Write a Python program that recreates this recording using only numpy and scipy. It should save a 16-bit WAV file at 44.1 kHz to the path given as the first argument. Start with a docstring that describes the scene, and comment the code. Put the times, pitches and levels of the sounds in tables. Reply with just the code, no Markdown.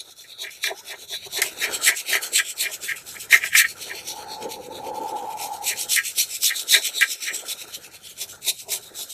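"""In a garage, a hand wire brush scrubs a rusty iron part lying on cardboard, about eight strokes a second.
Bristle tips slip at random; one hears them scratch, and ring the wires and the iron through resonances.
Tufts rasp in short bursts across edges, and some catch with a crack; the part thuds and skids once.
A car passes in the street outside, as two bands of noise, over a faint room tone and a low rumble."""
import sys
import numpy as np
from scipy import signal
from scipy.fft import rfft, irfft, next_fast_len
from scipy.io import wavfile
from scipy.ndimage import uniform_filter1d, map_coordinates

SR = 44100
rng = np.random.default_rng(int(sys.argv[2]) if len(sys.argv) > 2 else 0)


def inscribe(sig):
    """Save sig as 16-bit PCM at rate SR to the path in sys.argv[1].

    A 1-D sig is mono; a 2-D sig holds one channel per row.
    Samples are clipped to [-1, 1] before scaling.
    """
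    pcm = np.round(np.clip(np.atleast_2d(sig).T, -1, 1) * 32767)
    wavfile.write(sys.argv[1], SR, pcm.astype(np.int16))


N = 402633
T = np.arange(N) / SR  # time of each sample, s

# resonances of the wire tufts: (f/Hz, width/Hz, level/dB)
TUFT_MODES = [(1314, 140, -8.5), (1612, 111, 1.5), (1815, 210, 6.5), (2074, 250, 4.5), (2338, 160, 5.5),
              (2870, 740, -6.5)]


def amp(db):
    """Turn decibels into a gain."""
    return 10 ** (np.asarray(db) / 20)


def unit(x):
    """Scale x to an rms of 1."""
    return x / np.sqrt(np.mean(x ** 2) + 1e-20)


def curves(rows, **ends):
    """Draw straight lines between table rows: one value per sample for each column after the time."""
    times, *columns = np.transpose(rows)
    return [np.interp(T, times, column, **ends) for column in columns]


def wobble(rate):
    """A smooth random curve with rate knots a second."""
    coarse = T[::32]  # the curve is slow, so every 32nd sample is enough
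    knots = rng.standard_normal(int(N * rate / SR) + 4)
    return np.interp(T, coarse, map_coordinates(knots, [coarse * rate]))


def filtered(x, response):
    """Multiply the spectrum of x by a response, given as a function of frequency in Hz."""
    size = next_fast_len(N + 8192)
    spectrum = rfft(x, size) * response(np.fft.rfftfreq(size, 1 / SR))
    return irfft(spectrum, size)[:N]


def colour(points):
    """A tone colour: gain drawn through (f/Hz, level/dB) points on a log frequency axis."""
    f, level = np.transpose(points)
    return lambda hz: amp(np.interp(np.log(hz + 1), np.log(f + 1), level))


def modes(rows, order=1):
    """A sum of resonances with alternating signs; order 2 darkens the valleys between them."""
    def response(f):
        total = 0
        for k, (centre, width, db) in enumerate(rows):
            damping = 1j * f * width
            peak = damping / (centre * centre - f * f + damping)
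            total = total + (-1) ** k * amp(db) * peak ** order
        return total
    return response


def ringing(x, rows, drift_db):
    """Send x through sharp resonances whose strengths drift from stroke to stroke, as the contact moves."""
    total = 0
    for hz, width, db in rows:
        peak = np.concatenate(signal.iirpeak(hz, hz / (1.33 * width), SR))
        twice = np.tile(peak, (2, 1))  # the same peak twice in a row
        total = total + amp(db + drift_db * wobble(9)) * signal.sosfilt(twice, x)
    return total


def patchy(x, depth_db):
    """Give x drifting patches of more and less gain across time and pitch."""
    z = signal.stft(x, nperseg=256)[2]
    field = uniform_filter1d(rng.standard_normal(z.shape), 5, axis=0)
    field = uniform_filter1d(field, 8, axis=1)
    return signal.istft(z * amp(depth_db * unit(field)), nperseg=256)[1][:N]


def slips(rate, spread_db, clump_db):
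    """Wire tips let go at random, about rate a second, in varied sizes and clumps of a few milliseconds."""
    hit = rng.random(N) < rate / SR
    size = amp(spread_db * rng.exponential(size=N) + clump_db * wobble(220))
    return hit * size * rng.standard_normal(N)


def garage():
    """The room is a faint wavering tone of coloured noise and an uneven low rumble around 108 Hz."""
    # how loud the room is: (t/s, rumble level/dB, room tone level/dB)
    room_levels = [(0, -71.5, -60.5), (1.1, -66.5, -55.5), (1.7, -53.5, -45), (2.1, -72.5, -48),
                   (3.2, -56.5, -52.5), (5.85, -57.5, -53), (6.1, -63, -52.5), (7.3, -79, -49),
                   (7.6, -64, -53.5), (8.7, -61, -53)]
    # colour of the room tone: (f/Hz, level/dB)
    room_colour = [(120, -23), (230, -9), (400, 3), (950, -4.5), (1070, -18), (1350, 1.5), (1840, -7),
                   (5500, -52)]
    rumble_db, tone_db = curves(room_levels)
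    tone = unit(patchy(filtered(rng.standard_normal(N), colour(room_colour)), depth_db=3.5))
    rumble = unit(filtered(rng.standard_normal(N), modes([(108, 153, 0)], order=2)))
    return amp(tone_db + 3.2 * wobble(6.1)) * tone + amp(rumble_db + 1.6 * wobble(3.9)) * rumble


def car():
    """Tyre roar is noise that reaches the garage as two wavering bands."""
    # the car passing: (t/s, upper band level/dB, lower band level/dB)
    passing = [(3.75, -74, -55), (4.2, -37.5, -48.5), (4.55, -42, -37), (4.66, -46.5, -44),
               (4.84, -36, -38.5), (5.24, -29, -41.5), (5.35, -30, -44.5), (5.55, -34.5, -52.5),
               (5.92, -54.5, -54.5)]
    # resonances that shape each band: (f/Hz, width/Hz, level/dB)
    upper_modes = [(807, 300, 3), (869, 110, 14), (1330, 35, -7.5)]
    lower_modes = [(355, 385, -5.5), (516, 119, 4)]
    upper_db, lower_db = curves(passing, left=-90, right=-90)
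    upper = unit(filtered(rng.standard_normal(N), modes(upper_modes, order=2)))
    lower = unit(filtered(rng.standard_normal(N), modes(lower_modes, order=2)))
    return amp(upper_db + 2.2 * wobble(25)) * upper + amp(lower_db + 4.3 * wobble(25)) * lower


def walls(x):
    """Floor and walls answer with a short diffuse echo: noise that falls 60 dB in 89 ms."""
    t = np.arange(SR // 4) / SR
    tail = rng.standard_normal(len(t)) * amp(-60 * t / 0.089) * (t > .003)
    return signal.fftconvolve(x, tail / np.linalg.norm(tail))[:N]


def thuds():
    """The part rocks on the cardboard: soft grainy pushes into the cardboard's resonances."""
    # each push: (t/s, spread/s, level/dB)
    pushes = [(0.442, 0.027, -43.5), (0.70, 0.024, -34.5), (0.93, 0.019, -39.5), (1.13, 0.017, -45),
              (1.27, 0.0084, -40.5), (1.41, 0.038, -36), (1.66, 0.025, -37.5), (1.9, 0.025, -36),
              (2.147, 0.027, -38.5), (2.404, .03, -52.5), (2.667, 0.046, -47.5), (3.345, .03, -41.5),
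              (3.447, 0.026, -47.5), (3.918, 0.039, -45), (5.727, .03, -47.5), (6.763, 0.023, -39),
              (7.031, 0.012, -48), (8.24, 0.036, -51.5), (8.487, 0.026, -45.5), (8.73, 0.051, -44),
              (9.01, 0.022, -50.5)]
    # resonances of the cardboard: (f/Hz, width/Hz, level/dB)
    cardboard = [(389, 75, 6), (670, 200, 4.5), (986, 265, -3.5)]
    push = sum(amp(db) * np.exp(-.5 * ((T - s) / spread) ** 2) for s, spread, db in pushes)
    grains = slips(1500, spread_db=1.0, clump_db=3.0)
    grainy = patchy(filtered(grains, modes(cardboard, order=2)), depth_db=2.5)
    return push * unit(grainy)


def skid():
    """The part skids on the cardboard: a rising tone made rough by a fast random wobble of its level."""
    # the slide: (t/s, pitch f/Hz, level/dB before the wobble)
    slide = [(.68, 600, -60), (.71, 683, -36), (.82, 974, -56)]
    hz, db = curves(slide)
    sliding = (T > slide[0][0]) & (T < slide[-1][0])
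    return sliding * amp(db) * wobble(150) * np.sin(2 * np.pi * np.cumsum(hz) / SR)


def catches():
    """A stiff tuft catches and flies off: a bright crack with a short spray, and a knock on the tufts."""
    # single hard catches: (t/s, crack level/dB, knock against crack level/dB), both trimmed below
    hard_catches = [(0.6398, -15, 1.5), (1.4186, -3, -18), (1.8843, -17, 10), (3.3262, -17, 14.5),
                    (3.5491, -19.5, 15.5), (5.918, -24, -15), (6.434, -14, -32), (7.01, -8, -1.5),
                    (8.218, -24, -25), (8.722, -15, -13)]
    t = np.arange(SR // 10) / SR
    cracks, knocks = np.zeros(N + SR), np.zeros(N + SR)
    # a quick crack (60 dB in 14 ms) and a slower spray
    decay = amp(-60 * t / 0.014) + 0.41 * amp(-60 * t / 0.16)
    for s, crack_db, knock_db in hard_catches:
        burst = decay * rng.standard_normal(len(t))
        burst[:4] = 3, 3, -3, -3  # a sharp first kick
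        cracks[round(s * SR):][:len(t)] += amp(crack_db - 8) * burst
        knocks[round(s * SR):][:len(t)] += amp(crack_db + knock_db + 4.5) * burst
    bright = signal.lfilter(*signal.butter(2, [1800, 13000], "band", fs=SR), cracks[:N])
    return bright + filtered(knocks[:N], modes(TUFT_MODES))


def edges():
    """Tufts snap over an edge: coarse bursts of slips ring the tufts' resonances."""
    # tufts crossing an edge: (t/s, spread/s, rasp level/dB against the other rasps)
    crossings = [(0.247, 0.0098, -39.5), (0.443, 0.013, -34.5), (0.477, 0.02, -31.5), (0.673, 0.0089, -26),
                 (0.695, 0.019, -31.5), (0.915, 0.022, -34.5), (0.943, 0.0067, -31), (1.138, 0.02, -38.5),
                 (1.385, 0.02, -25.5), (1.422, 0.0095, -19), (1.632, 0.019, -17), (1.675, 0.019, -31),
                 (1.879, 0.021, -14), (1.925, 0.02, -26.5), (2.14, 0.022, -14), (2.175, 0.016, -28),
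                 (2.394, 0.016, -16.5), (2.657, 0.03, -25), (2.901, 0.03, -20.5), (3.162, 0.013, -33),
                 (3.338, 0.025, -9.5), (3.437, 0.027, -19.5), (3.463, 0.0032, -29), (3.554, 0.031, -15),
                 (3.599, 0.023, -11.5), (3.649, 0.011, -16.5), (3.908, 0.027, -33), (5.719, 0.024, -28.5),
                 (5.98, 0.025, -16), (6.508, 0.025, -24.5), (6.752, 0.02, -10.5), (7.023, 0.017, -12),
                 (7.283, 0.028, -21)]
    rasp = np.zeros(N)
    for s, spread, db in crossings:
        near = slice(max(round((s - .2) * SR), 0), round((s + .2) * SR))
        late = T[near] - s
        steepness = np.where(late < 0, .6, .4)  # rises faster than it falls
        rasp[near] += amp(db) / (1 + (late / spread) ** 2 * steepness) ** 3.8
    snaps = unit(slips(4000, spread_db=1.5, clump_db=3.0))
    rasps = filtered(rasp * snaps, modes(TUFT_MODES, order=2))
    return amp(-1.0) * rasps * np.std(rasp) / np.std(rasps)


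def stroke_level():
    """Scratch level in dB, and 1 during pulls: the hand speeds up from each turn and slows into the next."""
    # push and pull in turn, a push first: (turn of the hand t/s, fastest moment t/s, scratch there level/dB)
    strokes = [(0.0, -0, -41.5), (0.032, 0.102, -49), (0.147, 0.199, -44.5), (0.26, 0.322, -47.5),
               (0.367, 0.429, -40), (0.495, 0.534, -41), (0.608, 0.648, -32), (0.73, 0.787, -43),
               (0.819, 0.901, -37.5), (0.95, 1.044, -44), (1.068, 1.135, -33), (1.178, 1.267, -41.5),
               (1.282, 1.381, -31), (1.417, 1.47, -34), (1.55, 1.643, -29.5), (1.677, 1.746, -29.5),
               (1.795, 1.871, -20.5), (1.931, 1.998, -29), (2.04, 2.131, -21.5), (2.203, 2.235, -30.5),
               (2.305, 2.369, -20.5), (2.427, 2.499, -33.5), (2.548, 2.617, -25), (2.69, 2.737, -34.5),
               (2.789, 2.867, -29), (2.951, 2.965, -37), (3.045, 3.1, -35.5), (3.182, 3.215, -35.5),
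               (3.286, 3.339, -21), (3.402, 3.459, -30), (3.514, 3.591, -17.5), (3.638, 3.678, -37),
               (3.755, 3.836, -35.5), (3.92, 3.973, -35), (4.03, 4.103, -31.5), (4.156, 4.22, -41),
               (4.254, 4.326, -40), (4.392, 4.436, -43.5), (4.474, 4.532, -39.5), (4.59, 4.657, -47),
               (4.69, 4.753, -45), (4.81, 4.878, -45), (4.92, 4.966, -42), (5.012, 5.093, -42.5),
               (5.148, 5.173, -41.5), (5.223, 5.328, -42), (5.351, 5.437, -32), (5.493, 5.542, -39),
               (5.601, 5.686, -25), (5.745, 5.814, -29), (5.873, 5.935, -18.5), (6.021, 6.072, -25.5),
               (6.134, 6.204, -20), (6.267, 6.354, -29), (6.395, 6.454, -18), (6.525, 6.593, -26),
               (6.651, 6.741, -18.5), (6.805, 6.868, -25.5), (6.913, 7.006, -27.5), (7.063, 7.127, -26),
               (7.168, 7.279, -29), (7.307, 7.373, -32.5), (7.438, 7.509, -26.5), (7.548, 7.62, -35.5),
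               (7.662, 7.75, -36.5), (7.79, 7.856, -44.5), (7.898, 7.962, -42.5), (7.995, 8.092, -42),
               (8.143, 8.22, -32), (8.267, 8.3, -42), (8.396, 8.496, -25.5), (8.522, 8.615, -39),
               (8.666, 8.744, -23.5), (8.798, 8.873, -42), (8.923, 9.019, -30), (9.076, 9.117, -39)]
    last_stroke_s = 0.097  # from its turn to its end
    speed_power = 2.46  # scratch grows as speed to this power
    turn, fast, fast_db = np.transpose(strokes)
    pull = np.arange(len(turn)) % 2
    last = len(turn) - 1
    knots = np.append(np.column_stack([turn, fast]).ravel(), turn[-1] + last_stroke_s)
    place = np.interp(T, knots, np.arange(len(knots)))  # even at a turn, odd at a fastest moment
    growth = np.abs(np.sin(np.pi / 2 * place)) ** speed_power
    # scratch at a turn follows the softer stroke beside it; the hand rests more before a push
    before = np.append(fast_db[0], fast_db[:-1])
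    turn_db = 0.74 * np.minimum(before, fast_db) - 21 - 4 * (1 - pull)
    rest = amp(turn_db[np.minimum(np.round(place / 2).astype(int), last)])
    top = amp(fast_db[np.minimum(place // 2, last).astype(int)])
    level_db = 20 * np.log10(rest + (top - rest) * growth)
    return level_db, np.interp(T, fast, pull)


def spots():
    """The brush wanders over the part: each ringing level holds at a spot and glides to the next."""
    # spots scrubbed in turn, and what rings there against scratch, before bristles() adjusts it:
    # (from t/s, body level/dB, short wires level/dB, arm level/dB, long wires level/dB, foot level/dB)
    scrubbed = [(0, 5.5, -20, -8.5, -5.5, -22), (1.4, -1.5, -9.5, -15, -4, -10),
                (2.7, -6, -12.5, -40, -8, -21), (3.7, 1.5, -10.5, -2.5, -2, 3),
                (4.4, 0.5, -25, -14, -3.5, -9), (5.0, -7, -17, -22, -6.5, -16),
                (5.55, -4, -8, -13.5, -9.5, -15), (6.65, 2.5, -5, -6.5, -5, -20),
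                (7.6, -1.5, -22, -26, -2, -13), (8.3, -2, -11.5, -24, -12, -18)]
    move_s = 0.49  # time the glide takes
    start, *levels = np.transpose(scrubbed)
    here = np.searchsorted(start[1:], T)
    return uniform_filter1d(np.array(levels)[:, here], size=round(move_s * SR) + 1, axis=1)


def bristles():
    """The same slips are heard directly, through the wires' own ringing and through the iron."""
    # colour of the bare scratch of the tips: (f/Hz, level/dB)
    tip_colour = [(1500, -16), (2600, -5), (4600, -1), (5000, 4.5), (6500, 4.5), (14300, -1.5)]
    # resonances of iron body, short wires, iron arm, long wires and iron foot:
    # each (f/Hz, width/Hz before ringing() widens it by a third, level/dB)
    body = [(3472, 190, 16.5), (3778, 440, 22), (4053, 360, 10)]
    short_wires = [(7816, 1000, 6), (14480, 52, 5.5)]
    arm = [(5350, 690, -1), (5830, 510, 4), (6516, 260, 1)]
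    long_wires = [(2520, 750, -2.5), (3128, 540, -3.5)]
    foot = [(4260, 420, 0)]
    level_db, pulling = stroke_level()
    body_db, short_db, arm_db, long_db, foot_db = spots()
    ring_db = body_db - 6.5 * pulling  # the iron body rings less on the way back
    scale = amp(level_db)
    drive = scale * amp(2.3 * wobble(35)) * slips(20000, spread_db=-0.3, clump_db=1.5)

    def steady(x):
        """Set the overall level of x so that it sits at the scratch level."""
        return scale * unit(x / scale)

    sound = amp(1.0) * steady(patchy(filtered(drive, colour(tip_colour)), depth_db=2.5))
    # strokes that stir the iron little leave the wires freer to sing
    levels = [ring_db, short_db - 0.094 * ring_db, arm_db, long_db - 0.18 * ring_db, foot_db]
    for db, rows in zip(levels, [body, short_wires, arm, long_wires, foot]):
        sound += amp(db) * steady(ringing(drive, rows, drift_db=4))
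    # thin wires radiate no bass
    return signal.sosfilt(signal.butter(3, 2100, "high", fs=SR, output="sos"), sound)


def scene():
    """Add up the room, the street, and the brush with its echo."""
    brush = thuds() + skid() + catches() + edges() + bristles()
    return (garage() + car() + amp(-9) * walls(brush) + brush)[None]


def record(dry):
    """Round off the highest peaks and keep nothing above the band limit."""
    top_hz = 14550
    rounded = dry[0] / (1 + np.abs(dry[0] / .98) ** 8) ** .125
    return filtered(rounded, lambda hz: hz < top_hz)[None]


dry = scene()
out = record(dry)
inscribe(out)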